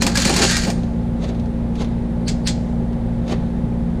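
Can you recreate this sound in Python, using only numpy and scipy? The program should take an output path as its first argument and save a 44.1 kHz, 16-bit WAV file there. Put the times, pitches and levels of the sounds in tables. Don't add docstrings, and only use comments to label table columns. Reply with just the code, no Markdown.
import sys
import numpy as np
from scipy import signal
from scipy.fft import rfft, irfft
from scipy.io import wavfile

SR = 44100
rng = np.random.default_rng(int(sys.argv[2]) if len(sys.argv) > 2 else 0)


def put_to_file(sound):
    columns = np.atleast_2d(sound).T
    safe = np.clip(columns, -1, 1)
    whole_steps = np.round(safe * 32767)
    wavfile.write(sys.argv[1], SR, whole_steps.astype(np.int16))


N = 176400
T = np.arange(N) / SR
AGE = T[:SR * 3 // 4]


# start_s, level_db
CLACKS = [(0.0205, -14), (0.0657, -14.5), (0.1545, -18), (0.1725, -13), (0.2009, -21), (0.2194, -19.5),
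          (0.2518, -13.5), (0.2758, -23), (0.2947, -17.5), (0.3391, -21), (0.3636, -14.5), (0.3895, -18.5),
          (0.4199, -19), (0.4385, -19), (0.5102, -17), (0.5671, -16.5), (0.615, -29), (0.6355, -28),
          (0.6494, -28), (0.7013, -25)]
# freq_hz, density_db
CLACK_SPECTRUM = [(500, -10), (830, -3.5), (1150, -5.5), (1600, -8), (2400, -1.5), (3200, -14), (4500, -1),
                  (5700, -6.5), (7000, -5), (8300, -9.5), (11000, -19.5), (15000, -27)]
# pitch_hz, level_db, t60_s
METAL_MODES = [(2239, -10, .22), (2826, -9, .21), (3314, 0, .18), (3526, -6, .2), (4190, 0, .2),
               (4500, 0, .19), (4660, -3, .19), (4925, -2, .21), (5180, -6, .27), (5636, -8, .24),
               (6045, -11, .28), (6643, -9, .25), (7370, -4, .19), (8500, -7, .12)]

def ratchet(crack_s=0.006):
    crack = 1 + np.exp(-(AGE / crack_s) ** 2)
    out = 0
    for start_s, level_db in CLACKS:
        hit = from_db(-5) * crack * contact(CLACK_SPECTRUM, t60_s=0.13)
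        metal = from_db(-19.5) * ring(METAL_MODES)
        out += from_db(level_db) * at(start_s, hit + metal)
    return out


# time_s, level_db
CHURN_ENVELOPE = [(0, -40), (.015, -24), (.045, -28.5), (.08, -27), (.135, -38), (.16, -24), (.23, -21.5),
                  (.33, -25.5), (.44, -16.5), (.49, -22), (.53, -20), (.6, -28), (.69, -33.5), (.73, -48),
                  (.78, -58)]
# freq_hz, density_db
SWEET_SPECTRUM = [(600, -35.5), (1100, -4.5), (1600, 5), (2300, -2.5), (3100, -2.5), (4400, 4),
                  (5700, -1.5), (6800, 2.5), (8300, -6.5), (10000, -10.5), (12000, -25), (15000, -38)]
# pitch_hz, level_db, t60_s
HOPPER_MODES = [(834, -5, .08), (1414, -4, .16), (1594, 0, .16), (1700, -5, .08), (2400, -3, .08),
                (2790, -7, .15), (2942, -6, .15), (3380, -5, .1), (4097, -1, .14), (4280, -2, .14),
                (4540, 3, .12), (4690, 1, .11), (5154, -3, .16), (6770, 0, .11), (8586, -12, .3)]

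def sweets(shell_cycles=160):
    responses = []
    for shell_hz in np.geomspace(2400, 8000, 10):
        hit = contact(SWEET_SPECTRUM, t60_s=0.068)
        hopper = from_db(-16) * ring(HOPPER_MODES)
        shell = ring([(shell_hz, -3, shell_cycles / shell_hz)])
        responses.append(hit + hopper + shell)
    return from_db(-9.5) * rattle(envelope(CHURN_ENVELOPE), responses, per_s=750, spread_db=2.5)


# start_s, level_db
KNOCKS = [(0.021, -13.5), (0.047, -14.5), (.175, -14.5), (0.253, -12.5), (0.293, -22), (.325, -14),
          (0.394, -19), (.42, -13), (.668, -15)]
# pitch_hz, level_db, t60_s
CABINET_MODES = [(184, -1.5, 0.2), (211, -3, 0.14), (265, -2.5, .13), (382, -13, .1), (548, -5.5, 0.1),
                 (847, -13.5, 0.11)]

def cabinet(attack_s=0.0014):
    return sum(from_db(level_db) * at(start_s, onset(attack_s) * ring(CABINET_MODES))
               for start_s, level_db in KNOCKS)


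# time_s, level_db
GRIND_ENVELOPE = [(0, -61), (.07, -27), (.13, -39), (.22, -56), (.29, -24.5), (.34, -41), (.39, -25.5),
                  (.44, -22.5), (.48, -48), (.64, -51), (.68, -26.5), (.73, -49), (.78, -47)]

def wheel():
    return grinding(envelope(GRIND_ENVELOPE))


# freq_hz, density_db
GRIND_SPECTRUM = [(150, -15.5), (300, 9), (520, 4.5), (800, 2.5), (1100, -7.5), (1500, -7.5), (2500, -12.5),
                  (5000, -23.5)]

def grinding(gain):
    responses = [contact(GRIND_SPECTRUM, t60_s=0.083, attack_s=0.0014) for _ in range(3)]
    return rattle(gain, responses, per_s=810, spread_db=-0.5)


# start_s, pitch_hz, level_db, t60_s
PINGS = [(.013, 4170, -18, .08), (.154, 1660, -16, .11), (.294, 8590, -28, .22), (.53, 1897, -22.5, .35),
         (.668, 8590, -37, .3), (.668, 13950, -48, .18)]

def pings(attack_s=0.0005):
    out = 0
    for start_s, pitch_hz, level_db, t60_s in PINGS:
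        partial = np.sin(2 * np.pi * pitch_hz * AGE) * decay(t60_s)
        out += from_db(level_db) * at(start_s, onset(attack_s) * partial)
    return out


# start_s, level_db
SNAPS = [(2.2811, -25), (2.4727, -19.5)]
# freq_hz, density_db
SNAP_SPECTRUM = [(900, -11), (2200, 1.5), (2900, -0.5), (4400, 3.5), (5700, 0), (7300, 2), (8600, -4.5),
                 (10500, -20), (15000, -32)]
# freq_hz, density_db
SLIDE_SPECTRUM = [(1500, -11), (3500, -16), (4500, -2), (5600, -20), (7400, -32), (8500, -14), (10500, -33),
                  (15000, -42)]

def snaps(slide_s=0.02, slide_rise_db=21.5, echo_s=0.008):
    out = 0
    for start_s, level_db in SNAPS:
        swell = from_db(-5 - slide_rise_db * np.abs(T - start_s) / slide_s) * (T < start_s)
        slide = swell * noise(SLIDE_SPECTRUM, N)
        hit = from_db(1) * contact(SNAP_SPECTRUM, t60_s=0.13)
        echo = from_db(-6.5) * contact(SNAP_SPECTRUM, t60_s=0.13)
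        metal = from_db(-10) * ring(METAL_MODES)
        out += from_db(level_db) * (slide + at(start_s, hit + metal) + at(start_s + echo_s, echo))
    return out


# peak_s, rise_s, fall_s, level_db, cabinet_offset_db
SCRAPES = [(1.243, 0.076, 0.029, -38.5, 7), (1.291, 0.058, 0.036, -42, 5.5),
           (1.811, 0.082, 0.049, -38, 6.5), (3.324, 0.086, 0.031, -35.5, 10.5)]
# freq_hz, density_db
SCRAPE_SPECTRUM = [(600, 19), (1200, -23), (2100, 4), (2800, -1.5), (3700, 9.5), (5300, -4), (6400, -1),
                   (8500, -9), (11000, -22.5), (15000, -36.5)]

def scrapes(fade_db=28.5):
    knob_gain = cabinet_gain = 0
    for peak_s, rise_s, fall_s, level_db, cabinet_offset_db in SCRAPES:
        off_peak = np.maximum((peak_s - T) / rise_s, (T - peak_s) / fall_s)
        swell = from_db(level_db - fade_db * off_peak)
        knob_gain += swell
        cabinet_gain += swell * from_db(cabinet_offset_db)
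    responses = [contact(SCRAPE_SPECTRUM, t60_s=0.034) for _ in range(3)]
    return rattle(knob_gain, responses, per_s=2400, spread_db=-0.5) + grinding(cabinet_gain)


# start_s, level_db
TICKS = [(0.833, -40.5), (1.347, -44), (1.396, -42), (1.457, -46), (1.754, -38.5), (1.779, -60),
         (1.818, -32), (1.844, -38), (2.929, -47.5), (3.279, -36.5), (3.296, -37), (3.319, -38)]
# freq_hz, density_db
TICK_SPECTRUM = [(900, -1), (2500, -3), (3800, 0.5), (5200, -6), (6400, -6.5), (8000, -19.5), (10500, -16),
                 (12000, -36.5), (15000, -28.5)]

def ticks():
    return sum(from_db(level_db) * at(start_s, contact(TICK_SPECTRUM, t60_s=0.065, attack_s=0.00023))
               for start_s, level_db in TICKS)


# pitch_hz, rms_db
HUM = [(58.3, -27.5), (116.6, -33.5), (120, -35), (174.9, -29), (233.2, -25.5), (289, -41.5), (466.4, -55),
       (524.7, -43), (758.5, -53.5), (826, -59), (852, -49.5), (933, -66.5)]

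def hum(waver_rad=0.15, waver_hz=5.3):
    out = 0
    for pitch_hz, rms_db in HUM:
        waver = waver_rad * noise([(waver_hz / 2, 0), (waver_hz, -6)], N)
        phase = 2 * np.pi * (pitch_hz * T + rng.random()) + waver
        out += np.sqrt(2) * from_db(rms_db) * np.sin(phase)
    return out


# freq_hz, density_db
RUMBLE_SPECTRUM = [(20, -3.5), (33, -1), (42, 1), (55, -11), (82, 0), (100, -8.5), (135, -1), (165, -1),
                   (210, -4), (256, -8.5), (305, -16), (360, -11.5), (440, -15.5), (620, -18), (850, -24.5),
                   (1240, -33), (1990, -36.5), (2770, -44), (3700, -44.5), (5380, -52.5), (8000, -55),
                   (10000, -55), (11500, -64.5), (15000, -71)]

def ventilation(rms_db=-25):
    return from_db(rms_db) * noise(RUMBLE_SPECTRUM, N)


def contact(spectrum, t60_s, attack_s=0.0001):
    body = noise(spectrum, len(AGE)) * decay(t60_s)
    lowpass = signal.butter(1, 7350, fs=SR, output="sos")
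    room = signal.sosfilt(lowpass, noise(spectrum, len(AGE))) * decay(t60_s=0.82)
    return onset(attack_s) * (body + from_db(-23.5) * room)


def ring(modes, spread_db=2):
    out = 0
    for pitch_hz, level_db, t60_s in modes:
        gain = from_db(level_db + spread_db * rng.normal()) * rng.choice([-1, 1])
        out += gain * np.sin(2 * np.pi * pitch_hz * AGE) * decay(t60_s)
    return out


def rattle(gain, responses, per_s, spread_db):
    out = 0
    for response in responses:
        sizes = from_db(spread_db * np.minimum(rng.exponential(1, N), 3))
        signs = rng.choice([-1, 1], N)
        struck = rng.random(N) < per_s / len(responses) / SR
        impulses = gain * unit_rms(sizes * signs * struck)
        out += signal.fftconvolve(impulses, response / np.linalg.norm(response))[:N]
    return out


def noise(spectrum, size):
    freq_hz, density_db = np.transpose(spectrum)
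    bin_hz = np.maximum(np.arange(size // 2 + 1) * SR / size, 1)
    skirts = (np.minimum(bin_hz / freq_hz[0], 1) * np.minimum(freq_hz[-1] / bin_hz, 1)) ** 3
    shape = from_db(np.interp(np.log(bin_hz), np.log(freq_hz), density_db))
    return unit_rms(irfft(rfft(rng.standard_normal(size)) * skirts * shape, size))


def envelope(points):
    time_s, level_db = np.transpose(points)
    return from_db(np.interp(T, time_s, level_db)) * (T < time_s[-1])


def onset(attack_s):
    return (1 - np.exp(-AGE / attack_s)) ** 2


def decay(t60_s):
    return np.exp(-np.log(1000) * AGE / t60_s)


def at(start_s, sound):
    return np.pad(sound, (int(start_s * SR), N))[:N]


def from_db(db):
    return 10 ** (np.asarray(db) / 20)


def unit_rms(x):
    return x / np.sqrt(np.mean(x ** 2) + 1e-20)


def scene(wide_above_hz=12200, side_lag_s=0.00072):
    turn = ratchet() + sweets() + cabinet() + wheel() + pings()
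    nudges = snaps() + scrapes() + ticks()
    mid = turn + nudges + hum() + ventilation()
    treble = signal.sosfilt(signal.butter(10, wide_above_hz, "high", fs=SR, output="sos"), mid)
    side = from_db(-3) * at(side_lag_s, treble)
    return np.array([mid + side, mid - side])


def record(dry):
    ceiling, cutoff_hz = 0.9, 15200
    limited = dry / (1 + (dry / ceiling) ** 6) ** (1 / 6)
    return signal.sosfilt(signal.ellip(10, 0.1, 80, cutoff_hz, fs=SR, output="sos"), limited)


dry = scene()
out = record(dry)
put_to_file(out)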